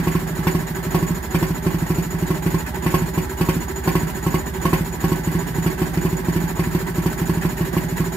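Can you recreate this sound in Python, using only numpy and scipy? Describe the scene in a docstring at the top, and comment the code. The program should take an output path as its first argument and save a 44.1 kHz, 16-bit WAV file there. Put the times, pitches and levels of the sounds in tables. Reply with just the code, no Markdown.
"""Back garden: a small single-cylinder four-stroke engine runs off load, about 13 cycles a second.
It fires in short bursts that thump the silencer's resonances and bark as shaped noise, and only gulps in between.
Valve gear and piston knocks ring the casing, the linkage chatters, and a small gas leak hisses and whistles.
Delayed copies and a short noise tail stand for fence, shed and paving around the two microphones."""
import sys
import numpy as np
from scipy import signal
from scipy.fft import rfft, irfft
from scipy.io import wavfile

SR = 44100
rng = np.random.default_rng(int(sys.argv[2]) if len(sys.argv) > 2 else 0)


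def store_wav(level_fs):
    """Save 16-bit WAV to argv[1]."""
    pcm = np.round(np.clip(np.atleast_2d(level_fs), -1, 1) * 32767)
    wavfile.write(sys.argv[1], SR, pcm.T.astype(np.int16))


N = 359856
TIME = np.arange(N) / SR
TAIL = SR // 3  # samples in every decay
CYCLE_S = 0.0785  # usual length of one engine cycle
THROTTLED_DB = -15  # a third firing meets a closing throttle


def undb(db):
    """Decibels to gain."""
    return 10 ** (np.asarray(db) / 20)


def gain_at(hz, points):
    """Gain of a (Hz, dB) curve, straight on a log-frequency axis."""
    f, db = np.transpose(points)
    return undb(np.interp(np.log(hz + 1), np.log(f), db))


def walk(rate):
    """Random drift around zero: straight lines between random points, rate of them a second."""
    knots = TIME * rate
    count = int(knots[-1]) + 2
    return 1.094 * np.interp(knots, np.arange(count), rng.standard_normal(count))


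def fade(t60):
    """Exponential decay by 60 dB in t60 seconds, cut after a third of a second."""
    return 1000. ** (-TIME[:TAIL] / t60)


def mode(hz, t60):
    """One decaying resonance."""
    return np.sin(2 * np.pi * hz * TIME[:TAIL]) * fade(t60)


def strike(times, sizes, ring):
    """The same ring started at every time, each with its own size."""
    lead = len(ring)  # room for rings that start before the first sample
    out = np.zeros(N + 3 * lead)
    starts = np.round(times * SR).astype(int) + lead
    for start, size in zip(starts, sizes):
        out[start:start + lead] += size * ring
    return out[lead:lead + N]


def gas(envelope, spectrum, grain_db, scatter_t60=0.096, apart_hz=1700, scatter_share=2.7):
    """Grainy noise on an envelope; plants and paving scatter its treble, differently to each microphone."""
    # How the noise favours one side. Each row: frequency in Hz, left minus right in dB.
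    side_balance = [(100, 2.5), (350, -13.5), (700, -1.5), (1100, -7.5), (2200, -0.5), (5000, 0), (9000, 1),
                    (13000, -5.5)]
    grain = undb(grain_db * walk(450))
    grain = grain / np.sqrt(np.mean(grain ** 2))
    # white noise with a power of 1 per Hz, before envelope and spectrum
    noise = rng.standard_normal(N) * np.sqrt(SR / 2)
    source = noise * envelope * grain
    scatter = rng.standard_normal((2, TAIL)) * fade(scatter_t60)
    scattered = rfft(scatter / np.sqrt(np.sum(scatter ** 2) / 2), N)
    hz = np.arange(N // 2 + 1) * SR / N
    apart = scatter_share * hz / np.hypot(hz, apart_hz)
    lean = np.sqrt(gain_at(hz, side_balance))
    # the direct sound reaches the right microphone a little later
    direct = np.exp(-2j * np.pi * hz * np.array([[0], [.00007]]))
    paths = (direct + apart * scattered) / np.sqrt(1 + apart ** 2)
    ears = paths * np.array([lean, 1 / lean])
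    return irfft(rfft(source) * gain_at(hz, spectrum) * ears, N)


def reflect(x):
    """Direct sound plus the near echoes at each microphone."""
    # Nearby surfaces, one list for the left and one for the right microphone.
    # Each row: delay in seconds, signed gain.
    surfaces = [
        [(.0085, -.11), (.0129, 0.0036), (.0228, 0.053), (.029, -0.33)],
        [(.0039, 0.22), (.0103, 0.22), (.0284, -0.21), (.0321, -0.057), (.0448, 0.14)],
    ]
    ears = []
    for rows in surfaces:
        echoes = sum(gain * np.pad(x, (int(delay * SR), 0))[:N] for delay, gain in rows)
        ears.append(x + echoes)
    return np.array(ears)


def governor(coast_db=-21.5, starve_db=-21, coast_spread_db=0.3):
    """Time and strength (dB) of every cycle: a burst of firings, then the flywheel coasts evenly to the next."""
    # Short bursts in which the engine fires. Each row: first firing in seconds, number of firings,
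    # strength of the first in dB, step to the second in dB.
    firing_bursts = [(-.008, 1, -12, -2), (0.0706, 2, -5, -3.5), (.389, 1, -15.5, 0), (.468, 2, 0, -7),
                     (.866, 1, -18.5, 0), (0.9449, 3, -1, -10), (1.345, 3, -2, -2.5), (1.663, 3, -6, -6.5),
                     (1.902, 2, -8.5, -1.5), (2.143, 2, -17.5, 4.5), (2.303, 1, -7.5, 0),
                     (2.4609, 2, -6, -1.5), (2.8621, 3, -2.5, 3.5), (3.175, 1, -6.5, 0),
                     (3.409, 3, -2.5, 1), (3.874, 3, -1, -1.5), (4.264, 2, -5, 1.5), (4.6518, 3, -1, 1.5),
                     (5.0397, 2, -5, -0.5), (5.272, 2, -11.5, 0), (5.5826, 2, -13, 8.5), (5.8165, 1, -6, 0),
                     (5.971, 3, -10.5, 2.5), (6.283, 3, -10, 1.5), (6.592, 2, -7, -8.5), (6.748, 1, -8, 0),
                     (6.981, 2, -11.5, 6.5), (7.2148, 3, -12.5, 4.5), (7.4493, 1, -9, 0),
                     (7.608, 1, -11, 0), (7.766, 1, -5, 0), (7.923, 2, -18.5, 7.5)]
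    times, strength_db = [], []
    closing = (firing_bursts[-1][0] + 3 * CYCLE_S, 1, THROTTLED_DB, 0)  # only ends the last coast
    following = [*firing_bursts[1:], closing]
    for (start, firings, first_db, step_db), (end, _, next_db, _) in zip(firing_bursts, following):
        cycles = round((end - start) / CYCLE_S)
        fired = [first_db, first_db + step_db, THROTTLED_DB][:round(firings)]
        # the emptier the strokes between bursts, the harder the next bang
        uneven_db = coast_spread_db * rng.standard_normal(cycles - len(fired))
        coasting = coast_db + starve_db * undb(next_db) ** 2 + uneven_db
        times.extend(np.linspace(start, end, cycles, endpoint=False))
        strength_db.extend([*fired, *coasting])
    return np.array(times), np.array(strength_db)


def thump(strength_db, knee_db=-13.5, sharpness=2.42):
    """Level of the silencer's thump (dB): it follows weak firings and levels off at 0 dB for hard ones."""
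    return -20 / sharpness * np.log10(1 + undb(knee_db - strength_db) ** sharpness)


def exhaust(times, thump_db, puff_hz=205, puff_size=0.12, puff_lead=0.0028, blow_lag=0.0017):
    """The valve cracks open with a soft puff, then the blow-down rings the silencer."""
    # Silencer resonances. Each row: frequency in Hz, t60 in seconds, signed gain at a 0 dB thump,
    # growth with the thump as a power.
    resonances = [(52.5, 0.25, 0.078, 0.48), (166.7, 0.16, -0.42, 0.94), (296.1, 0.23, -0.055, 2.45),
                  (353.8, 0.11, 0.12, 1.77), (373.1, 0.18, 0.14, 4.5)]
    force = undb(thump_db)
    puff = np.sin(2 * np.pi * puff_hz * TIME[:int(SR / puff_hz)])  # one full wave
    out = strike(times - puff_lead, puff_size * force ** 0.74, puff)
    for hz, t60, gain, growth in resonances:
        out = out + strike(times + blow_lag, gain * force ** growth, mode(hz, t60))
    return reflect(out)


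def bark(times, bark_db, bark_t60=0.096, spray_t60=0.18, rise_t60=0.0077, rasp_lag=0.0075, rasp_t60=0.092):
    """A burst of turbulence with each firing, then a rasp at the outlet; the fine spray lasts longest."""
    # Turbulent exhaust gas. Each row: frequency in Hz, density in dB per Hz before the envelope.
    turbulence = [(100, -52), (290, -54), (365, -47), (450, -63), (540, -55.5), (680, -53.5), (900, -54.5),
                  (1020, -49), (1110, -44), (1190, -78), (1300, -57.5), (2200, -60), (3200, -67),
                  (5500, -87), (9000, -94)]
    # Rasp of the gas as it leaves the outlet. Each row: frequency in Hz, density in dB per Hz before the envelope.
    outlet_rasp = [(1150, -88), (1450, -66), (1900, -51), (2300, -53), (2650, -60.5), (3500, -74.5)]
    # Spray of gas at the outlet. Each row: frequency in Hz, density in dB per Hz before the envelope.
    outlet_spray = [(1500, -71.5), (3500, -75), (5600, -73), (6200, -79), (7500, -74), (9800, -81),
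                    (12500, -69.5), (16000, -83)]
    rise = fade(rise_t60)
    burst = strike(times, undb(bark_db), fade(bark_t60) - rise)
    rasp = strike(times + rasp_lag, undb(0.85 * bark_db), fade(rasp_t60) - rise)
    spray = strike(times - .0005, undb(0.73 * bark_db), fade(spray_t60) - rise)
    blast = gas(burst * undb(3.0), turbulence, grain_db=0.5, scatter_t60=0.059)
    # the shed door returns the blast
    returned = np.pad(blast, ((0, 0), (int(0.028 * SR), 0)))[:, :N]
    blast = blast + undb(-9) * returned
    rasping = gas(rasp, outlet_rasp, grain_db=2.5, scatter_t60=0.047)
    spraying = gas(spray * undb(7.0), outlet_spray, grain_db=1.0, scatter_t60=0.021)
    return blast + rasping + spraying


def crack(times, bark_db, lag=0.00081, steepness=1.27):
    """The steep pressure front of a hard firing rings the outlet."""
    # Outlet modes. Each row: frequency in Hz, t60 in seconds, level in dB at a 0 dB firing.
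    outlet_modes = [(928, 0.044, -16), (1099.3, 0.083, -22), (532, 0.24, -31)]
    rings = [strike(times + lag, -undb(db + steepness * bark_db), mode(hz, t60))
             for hz, t60, db in outlet_modes]
    return reflect(sum(rings))


def gulp(times, thump_db, end_hz=50, glide_hz=42, glide_s=0.032, swell_s=0.013, gulp_db=-22.0):
    """After a weak firing gas is sucked back through the silencer: a low note that sags."""
    t = TIME[:SR // 6]
    turns = end_hz * t + glide_hz * glide_s * (1 - np.exp(-t / glide_s))
    swell = t / swell_s * np.exp(1 - t / swell_s)
    note = np.sin(2 * np.pi * turns) * swell
    weakness = np.clip((-thump_db - 5) / 13, 0, 1)
    return strike(times - .001, weakness * undb(gulp_db), note)


def machinery(times, phase):
    """Knocks ring the casing each cycle; the rattle swells as the piston comes under load."""
    # Valve gear and piston knocks. Each row: place in the cycle from 0 to 1, relative level in dB.
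    knocks = [(.54, -2.5), (0.71, 3.5), (.84, 5)]
    # Casing and tank modes. Each row: frequency in Hz, t60 in seconds, typical level in dB at a 0 dB knock.
    casing_modes = [(240, 0.18, -35.5), (382.8, 0.18, -34), (616, 0.2, -45), (830, 0.35, -66),
                    (967, 0.057, -38.5), (2080, 0.043, -50.5)]
    # Rubbing and rattling parts. Each row: frequency in Hz, density in dB per Hz before the envelope.
    rubbing = [(25, -58), (80, -65), (170, -48.5), (270, -64.5), (400, -57.5), (480, -74.5), (800, -64.5),
               (1020, -65), (1250, -72.5), (1900, -67), (2500, -81), (3200, -80.5), (6000, -86.5)]
    place, knock_db = np.transpose(knocks)
    when = (times[:-1, None] + np.diff(times)[:, None] * place).ravel()
    when = when + 0.00055 * rng.standard_normal(len(when))
    size = undb(np.tile(knock_db, len(times) - 1))
    ring = np.zeros(N)
    for hz, t60, db in casing_modes:
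        mode_db = db + 2.37 * rng.standard_normal(len(when))
        ring = ring + strike(when, size * undb(mode_db), mode(hz, t60))
    load_db = np.interp(phase, [.1, .42, .56, .72, .9], [-5.5, -3, 1.5, -0.1, -3.5], period=1)
    rattle = gas(undb(load_db + 1.43 * walk(30)), rubbing, grain_db=1.5)
    return reflect(ring) + rattle


def chatter(times, chance=0.63, strongest_db=-4, spread_db=7, chatter_t60=0.057, earliest=0.49, leeway=0.12):
    """Loose linkage chatters on many compression strokes, now and then loudly."""
    # Loudest chatters of the linkage. Each row: start in seconds, envelope level in dB.
    loudest = [(.118, 1), (2.66, 3), (6.633, -2.5), (7.178, 0.5), (7.418, 1), (7.968, 0)]
    luck, place, softness = rng.random((len(times), 3)).T
    shudder = fade(chatter_t60) - fade(0.015)
    faint_s = times + (earliest + leeway * place) * CYCLE_S
    # strongest_db is the top level of these random chatters
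    faint = strike(faint_s, (luck < chance) * undb(strongest_db - spread_db * softness), shudder)
    loud_s, loud_db = np.transpose(loudest)
    shake = faint + strike(loud_s, undb(loud_db), shudder)
    return gas(shake, [(900, -68), (1600, -52), (2400, -58.5), (3600, -75)], grain_db=4.5)


def leak(phase):
    """Gas hisses out from the start of compression and dies away once the exhaust opens."""
    # Leaking gas. Each row: frequency in Hz, density in dB per Hz before the envelope.
    hiss = [(2000, -73), (3500, -79), (5400, -78), (6250, -84.5), (6900, -71.5), (7700, -79), (10000, -86),
            (12000, -72.5), (13600, -90), (14400, -70), (16000, -104)]
    places = [.03, .3, .48, .54, .66, .8, .92]
    pressure_db = np.interp(phase, places, [-5.5, -18.5, -11, 0.0, 0.0, 0.0, 1.0], period=1)
    return gas(undb(pressure_db + 0.79 * walk(25)), hiss, grain_db=2.0, scatter_t60=0.068)


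def whistle(times, phase, pitch_hz=6975, pitch_per_db_hz=14, waver_hz=22, level_db=-27.5):
    """The leak sings in two swells under pressure; softer whistles sound flatter."""
    # the whistle's level varies at random each cycle
    cycle_level_db = -4 + 2 * rng.standard_normal(len(times))
    cycle = np.clip(np.searchsorted(times, TIME) - 1, 0, len(times) - 1)
    loudness_db = cycle_level_db[cycle]
    places = [.1, .49, .55, .6, .65, .73, .84, .92]
    shape_db = np.interp(phase, places, [-21, -25, -2.0, -8.5, -7.5, -5.0, -9.5, -19], period=1)
    hz = pitch_hz + pitch_per_db_hz * loudness_db + waver_hz * walk(250)
    angle = 2 * np.pi * np.cumsum(hz) / SR
    swell = undb(level_db + loudness_db + shape_db + 2.2 * walk(200))
    ears = []
    for turn in (0, .9):  # phase at the left and right microphone, in radians
        tone = np.sin(angle + turn) + undb(-21) * np.sin(2 * angle)
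        ears.append(swell * undb(2 * walk(60)) * tone)
    return np.array(ears)


def garden(dry, t60=0.11, wet_db=-18):
    """A short, faint wash from fences and house walls."""
    tail = rng.standard_normal((2, TAIL)) * (fade(t60) - fade(t60 / 4))
    tail = tail * undb(wet_db) / np.sqrt(np.sum(tail ** 2) / 2)
    return signal.fftconvolve(dry, tail, axes=1)[:, :N]


def scene():
    """All parts but the loudest chatters follow the engine cycle; the exhaust points a little to the right."""
    times, bark_db = governor()
    thump_db = thump(bark_db)
    turns = np.append(times, times[-1] + CYCLE_S)
    phase = np.interp(TIME, turns, np.arange(len(turns))) % 1
    low = (exhaust(times, thump_db) + gulp(times, thump_db)) * undb([[-2.1], [.2]])  # left, right
    firing = low + crack(times, bark_db) + bark(times, bark_db)
    moving_parts = machinery(turns, phase) + chatter(times)
    leaking = leak(phase) + whistle(times, phase)
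    dry = firing + moving_parts + leaking
    return dry + garden(dry)


def record(dry, low_cut_hz=29, top_hz=15650, ceiling=0.9, hardness=5):
    """The microphone drops the deepest bass, rounds the hardest bangs and cuts the top."""
    hz = np.arange(N // 2 + 1) * SR / N
    thin = irfft(rfft(dry) * (1 - np.exp(-(hz / low_cut_hz) ** 4)), N)
    rounded = thin / (1 + np.abs(thin / ceiling) ** hardness) ** (1 / hardness)
    top_cut = signal.ellip(10, .2, 80, top_hz, fs=SR, output="sos")
    return signal.sosfilt(top_cut, rounded)


dry = scene()
out = record(dry)
store_wav(out)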